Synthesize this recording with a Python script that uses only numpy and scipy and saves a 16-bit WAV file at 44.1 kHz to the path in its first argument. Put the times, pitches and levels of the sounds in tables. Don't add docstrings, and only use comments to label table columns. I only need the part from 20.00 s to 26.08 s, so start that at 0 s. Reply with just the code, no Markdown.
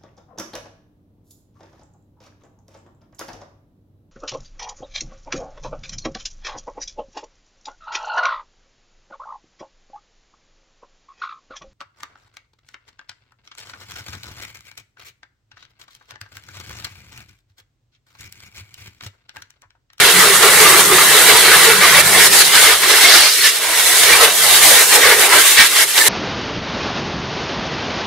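import sys
import numpy as np
from scipy import signal
from scipy.fft import rfft, irfft, next_fast_len
from scipy.io import wavfile
from scipy.ndimage import uniform_filter1d, map_coordinates

SR = 44100
rng = np.random.default_rng(int(sys.argv[2]) if len(sys.argv) > 2 else 0)


def pcm_store(signal):
    levels = np.round(np.clip(np.atleast_2d(signal), -1, 1) * 32767)
    wavfile.write(sys.argv[1], SR, levels.astype(np.int16).T)


N = 268348

# start in seconds, length in seconds,
# then the relative levels of force, mist and boom in dB.
FLICKS = [(-0.083, 0.18, -12.5, -17, -24.5), (0.138, 0.16, -14, -16, -24.5),
          (0.329, 0.017, -18.5, -15, -37.1), (0.392, 0.089, -14.5, -15.5, -20.7),
          (0.52, 0.03, -16.5, -14.5, -25), (0.576, 0.096, -15, -15.5, -20.9),
          (0.672, 0.13, -15, -15, -23.5), (0.846, 0.02, -20.5, -17, -24), (0.904, 0.026, -16, -22, -21),
          (0.963, 0.054, -14, -14.5, -25), (1.074, 0.15, -12.5, -14.0, -23.2),
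          (1.272, 0.064, -10.5, -14.5, -19.5), (1.394, 0.15, -13, -16, -22.5),
          (1.598, 0.11, -13.5, -16, -22.2), (1.783, 0.088, -14.5, -19, -24.5),
          (1.918, 0.076, -13.5, -14.6, -26.8), (2.084, 0.19, -16.5, -14.5, -25),
          (2.302, 0.064, -16.5, -15, -28), (2.398, 0.027, -13.5, -15, -26),
          (2.506, 0.089, -11.5, -15.3, -33), (2.638, 0.077, -10, -15.1, -28.5),
          (2.818, 0.022, -15.5, -25, -33), (2.888, 0.047, -13, -20, -24),
          (2.984, 0.17, -11.5, -15.7, -28.5), (3.147, 0.13, -16.5, -18, -41),
          (3.416, 0.054, -14, -15.9, -40), (3.561, 0.25, -20.5, -23, -46),
          (3.783, 0.29, -19.6, -16.5, -34.5), (4.075, 0.057, -9.5, -16.6, -26),
          (4.187, 0.064, -9.5, -14.5, -24), (4.377, 0.21, -16.5, -16, -34.5),
          (4.596, 0.119, -14, -12.5, -32), (4.708, 0.11, -15, -14, -30), (4.902, 0.07, -17, -14.5, -23.5),
          (4.987, 0.13, -13, -15.5, -20.5), (5.18, 0.053, -17, -17.5, -22), (5.265, 0.13, -12, -16, -26),
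          (5.38, 0.15, -18.5, -14, -40), (5.564, 0.04, -7.5, -17, -33), (5.704, 0.016, -19.5, -37, -33),
          (5.759, 0.057, -16, -16, -34.4), (5.943, 0.071, -16.5, -16.6, -38),
          (6.056, 0.036, -22, -20, -25.7)]
FORCE_COLUMN, MIST_COLUMN, BOOM_COLUMN = 2, 3, 4
# time in seconds, weights of roar, hollow, cup and bite in dB,
# centre of the boom in Hz.
SPOT_COLOURS = [(0, -4, -16.5, -12.5, -13, 417.4), (.5, -0.5, -12, -2.5, -11, 425),
                (.9, -3, -13.5, -5.5, -14, 408.3), (1.3, -4, -16, -10, -14, 429.5),
                (1.75, -0.5, -15.5, -6.5, -10, 429.3), (2.1, 1, -10, -8.5, -7, 420.7),
                (2.45, -5, -16.5, -14, -6.5, 426), (2.8, -5.5, -17, -12, -12, 432),
                (3.25, -2, -16, -14, 1.5, 427.6), (3.47, -3.5, -23.5, -18, -4.5, 439.5),
                (3.65, -3.5, -11, -18, -11, 443), (4.0, -2.5, -15, -18, -8, 443.5),
                (4.2, -6, -14.5, -9.5, -13, 456), (4.7, -4.5, -12.5, -16.5, -9, 455),
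                (5.1, 0.5, -13, -8, -9.5, 460), (5.35, -3, -12.5, -10.5, -16, 401.6),
                (5.56, -5.5, -22.5, -15, -9, 429.6), (6.08, -2.5, -11, -17, -9, 426)]
# time of the cut in seconds, depth in dB.
EDGE_SKIMS = [(.1, -1), (.815, 2), (1.73, 2.5), (2.015, 6), (2.275, 3.5), (2.425, 5.5), (3.505, 2.5),
              (4.15, -0.5), (4.255, 3), (4.965, 7), (5.425, 3.5), (5.27, 4), (5.525, 2), (5.675, 3.5),
              (5.844, 5), (6.085, 10)]
# middle in seconds, pitch in Hz, relative peak in dB,
# half-length in seconds.
SLUGS = [(0.24, 450, -21, 0.026), (0.313, 398, -18.5, 0.027), (0.476, 423, -24, .035),
         (0.617, 430, -18, 0.032), (0.664, 1200, -8.5, 0.013), (0.754, 370, -13, 0.012),
         (0.938, 377.7, -15, 0.026), (1.158, 423, -16, 0.023), (1.302, 430.6, -22, 0.031),
         (1.544, 1680, -13, 0.014), (1.692, 461, -17.5, 0.033), (1.838, 1170, -15.5, 0.027),
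         (1.978, 2260, -18, 0.038), (1.993, 2687, -17.5, 0.031), (2.591, 1509, -17.5, 0.045),
         (2.692, 456, -23, 0.039), (3.053, 2150, -6, 0.012), (3.458, 1755, -13, 0.024),
         (3.471, 1930, -30, 0.028), (4.135, 2356, -9, 0.014), (4.244, 459, -18, 0.038),
         (5.374, 405.8, -23, 0.027), (5.606, 1843, -11, 0.036), (5.608, 2277, -15, 0.032),
         (5.609, 2050, -21, 0.066), (5.622, 1650, -18, 0.045), (6.021, 1760, -11, 0.011)]
# start in seconds, relative level in dB, seconds to fall 60 dB.
LANDINGS = [(.045, -12, .07), (.195, -12, .08), (.425, -8, 0.073), (.6, -8.5, .08), (.709, -22, .08),
            (.79, -17, .05), (1.514, -9, 0.063), (2.55, -9, 0.074), (2.9, -12.5, 0.12), (3.045, -26, 0.06),
            (3.797, -6, 0.013), (4.032, -7, 0.044), (4.926, -8.5, .09), (5.37, -15, .06), (5.76, -10, .08),
            (5.977, -6, 0.053)]
# time in seconds, relative level in dB.
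SHUDDER_LEVELS = [(0.0, -28), (0.1, -40), (0.15, -29.5), (1.83, -36.5), (1.91, -28), (3.01, -49.5),
                  (3.05, -44), (3.61, -54), (4.17, -44), (5.06, -44.5), (5.54, -59), (5.61, -40),
                  (5.65, -55), (6.08, -54)]

# centre in Hz, width in Hz, relative level in dB.
ROAR_MODES = [(1727, 960, 3), (2040, 900, 6)]
HOLLOW_MODES = [(622, 270, -5.5), (850, 760, -2.5)]
CUP_MODES = [(1253, 820, 0)]
RUMBLE_MODES = [(61, 87, 5), (112, 52, 1.5), (325, 63, 12.5)]
SIZZLE_MODES = [(2970, 1400, 1.6), (3820, 1760, 2.4)]
BITE_MODES = [(4240, 2600, 0.84), (5260, 1800, -1.9)]
BOOM_MODES = [(422, 160, 1.5)]
SLAP_MODES = [(600, 480, -24), (1910, 3400, 8), (4970, 5800, 2)]
SHUDDER_MODES = [(89, 48, -9), (147, 27, -3), (186.7, 46, -2.5)]
# frequency in Hz, relative level in dB.
MIST_SPECTRUM = [(2500, -58), (5000, -8.5), (6300, -4.5), (7000, -3), (8500, -1), (10500, -2), (13000, -6),
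                 (15600, -13), (20000, -14)]

# frequency in Hz, correlation from 0 to 1.
MIC_LIKENESS = [(30, 0.73), (150, 0.86), (500, 0.92), (1200, 0.84), (2200, 0.67), (3500, 0.36),
                (7000, 0.19), (14000, 0.022)]
# centre in Hz, width in Hz.
NARROW_DIPS = [(2500, 31), (7500, 31)]
RECORDER_TOP_HZ = 15700


def jet():
    roar_db, hollow_db, cup_db, bite_db, _ = curves(SPOT_COLOURS)
    flutter_db = 1.2 * wobble(rate_hz=30)
    skim_db = skim_swing_db()
    force_db = flick_level_db(FORCE_COLUMN, rise_db=5.5, rise_share=0.47, fall_db_per_s=159)
    force_db += 0.43 * skim_db + flutter_db
    mist_db = flick_level_db(MIST_COLUMN, rise_db=2.5, rise_share=0.46, fall_db_per_s=82)
    mist_db += skim_db + flutter_db + 0.27 * wobble(rate_hz=14)
    splash_db = 0.64 * force_db + 0.3 * mist_db + 0.42

    panel = amp(roar_db) * drops(resonant(ROAR_MODES), spread_db=1, patchy_db=2.8)
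    panel += amp(hollow_db + 3) * drops(resonant(HOLLOW_MODES), spread_db=10.5, patchy_db=3.5)
    panel += amp(cup_db + 1) * drops(resonant(CUP_MODES), spread_db=7, patchy_db=4.2)
    panel += amp(0.68 * hollow_db - 18.5) * drops(resonant(RUMBLE_MODES), spread_db=3, patchy_db=4.5)
    splash = amp(-4.5) * drops(resonant(SIZZLE_MODES), spread_db=0.5, patchy_db=3.2)
    splash += amp(bite_db + 1) * drops(resonant(BITE_MODES), spread_db=4, patchy_db=4.5)
    mist = drops(lambda hz: amp(at_frequency(MIST_SPECTRUM, hz)), spread_db=7.5, patchy_db=2)
    return amp(force_db) * panel + amp(splash_db) * splash + amp(mist_db + 0.26) * mist


def flick_level_db(column, rise_db, rise_share, fall_db_per_s, lull_db=-60):
    t, rows = np.arange(0, N + 64, 64) / SR, np.array(FLICKS)
    since, length = t - rows[:, :1], rows[:, 1:2]
    rise_left = np.clip(1 - since / (rise_share * length), 0, 1)
    outside_s = np.maximum(since - length, 0) + np.maximum(-since, 0)
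    each_db = rows[:, column, None] - rise_db * rise_left - fall_db_per_s * outside_s
    power = np.sum(amp(each_db) ** 2, axis=0) + amp(lull_db) ** 2
    return np.interp(np.arange(N) / SR, t, 10 * np.log10(power))


def skim_swing_db(build_s=0.017, cut_s=0.006, return_s=0.047):
    swing_db = np.zeros(N)
    for time_s, depth_db in EDGE_SKIMS:
        since = np.arange(N) / SR - time_s
        nearness = np.exp(-np.abs(since) / np.where(since < 0, build_s, return_s))
        swing_db -= depth_db * np.tanh(since / cut_s) * nearness
    return swing_db


def panel_boom():
    boom_db = flick_level_db(BOOM_COLUMN, rise_db=6, rise_share=0.83, fall_db_per_s=222, lull_db=-40)
    boom = signal.hilbert(drops(resonant(BOOM_MODES), spread_db=5.5, patchy_db=1))
    shift_hz = curves(SPOT_COLOURS)[-1] - BOOM_MODES[0][0]
    slide = np.exp(2j * np.pi * np.cumsum(shift_hz) / SR)
    return amp(boom_db - 1.3) * np.real(boom * slide)


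def slug_rings():
    t, notes = np.arange(N) / SR, np.zeros(N)
    phase_drift = 0.62 * wobble(rate_hz=40)
    for middle_s, hz, db, half_length_s in SLUGS:
        near = slice(max(round((middle_s - 0.12) * SR), 0), round((middle_s + 0.12) * SR))
        swell = np.exp(-2 * ((t[near] - middle_s) / half_length_s) ** 2)
        phase = 2 * np.pi * (hz * t[near] + rng.random()) + phase_drift[near]
        notes[near] += amp(db) * swell * np.sin(phase)
    return notes


def splats(attack_s=0.0026):
    bursts = np.zeros(N)
    for start_s, db, decay_s in LANDINGS:
        since = np.maximum(np.arange(N) / SR - start_s, 0)
        bursts += amp(db - 60 * since / decay_s) * np.minimum(since / attack_s, 1)
    return bursts * drops(resonant(SLAP_MODES), spread_db=1, patchy_db=2)


def hood_shudder():
    level_db = curves(SHUDDER_LEVELS)[0] - 4 + 1.6 * wobble(rate_hz=11)
    return amp(level_db) * drops(resonant(SHUDDER_MODES), spread_db=4.5, patchy_db=2.5)


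def drops(colour, spread_db, patchy_db):
    hail = rng.standard_normal((2, N))
    hail *= amp(spread_db * uniform_filter1d(rng.standard_normal(N), size=12))
    spectra = signal.stft(hail, nperseg=1024)[2]
    patches = uniform_filter1d(rng.standard_normal(spectra.shape[1:]), size=3, axis=0)
    patches = unit_rms(uniform_filter1d(patches, size=4, axis=1))
    patchy_hail = signal.istft(spectra * amp(patchy_db * patches), nperseg=1024)[1][:, :N]

    def mid_side_response(hz):
        angle = np.arccos(at_frequency(MIC_LIKENESS, hz)) / 2
        return colour(hz) * [np.cos(angle), np.sin(angle)]
    mid, side = filtered(patchy_hail, mid_side_response)
    return unit_rms(np.array([mid + side, mid - side]))


def resonant(modes):
    def peak(hz, centre, width):
        return (hz * width) ** 2 / ((centre ** 2 - hz ** 2) ** 2 + (hz * width) ** 2 + 1e-9)
    return lambda hz: np.sqrt(sum((amp(db) * peak(hz, centre, width)) ** 2 for centre, width, db in modes))


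def amp(db):
    return 10 ** (np.asarray(db) / 20)


def unit_rms(x):
    return x / np.sqrt(np.mean(x ** 2) + 1e-20)


def at_frequency(points, hz):
    knots_hz, values = np.transpose(points)
    return np.interp(np.log(hz + 1), np.log(knots_hz + 1), values)


def curves(rows):
    times, *columns = np.transpose(rows)
    return [np.interp(np.arange(N) / SR, times, column) for column in columns]


def wobble(rate_hz):
    knots = rng.standard_normal(int(N * rate_hz / SR) + 4)
    return map_coordinates(knots, [np.arange(N) * rate_hz / SR])


def filtered(x, response):
    size = next_fast_len(N + 8192)
    return irfft(rfft(x, size) * response(np.fft.rfftfreq(size, 1 / SR)), size)[..., :N]


def scene():
    water_on_hood = jet() + panel_boom() + slug_rings() + splats() + hood_shudder()
    balance = amp([[-0.6], [0.6]])
    return water_on_hood * balance * amp(2.92)


def record(dry):
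    def dips(hz):
        return np.prod([1 - np.exp(-np.abs(hz - centre) / width) for centre, width in NARROW_DIPS], 0)
    overloaded = np.clip(filtered(dry, dips), -1, 1)
    return filtered(overloaded, lambda hz: hz < RECORDER_TOP_HZ)


dry = scene()
out = record(dry)
pcm_store(out)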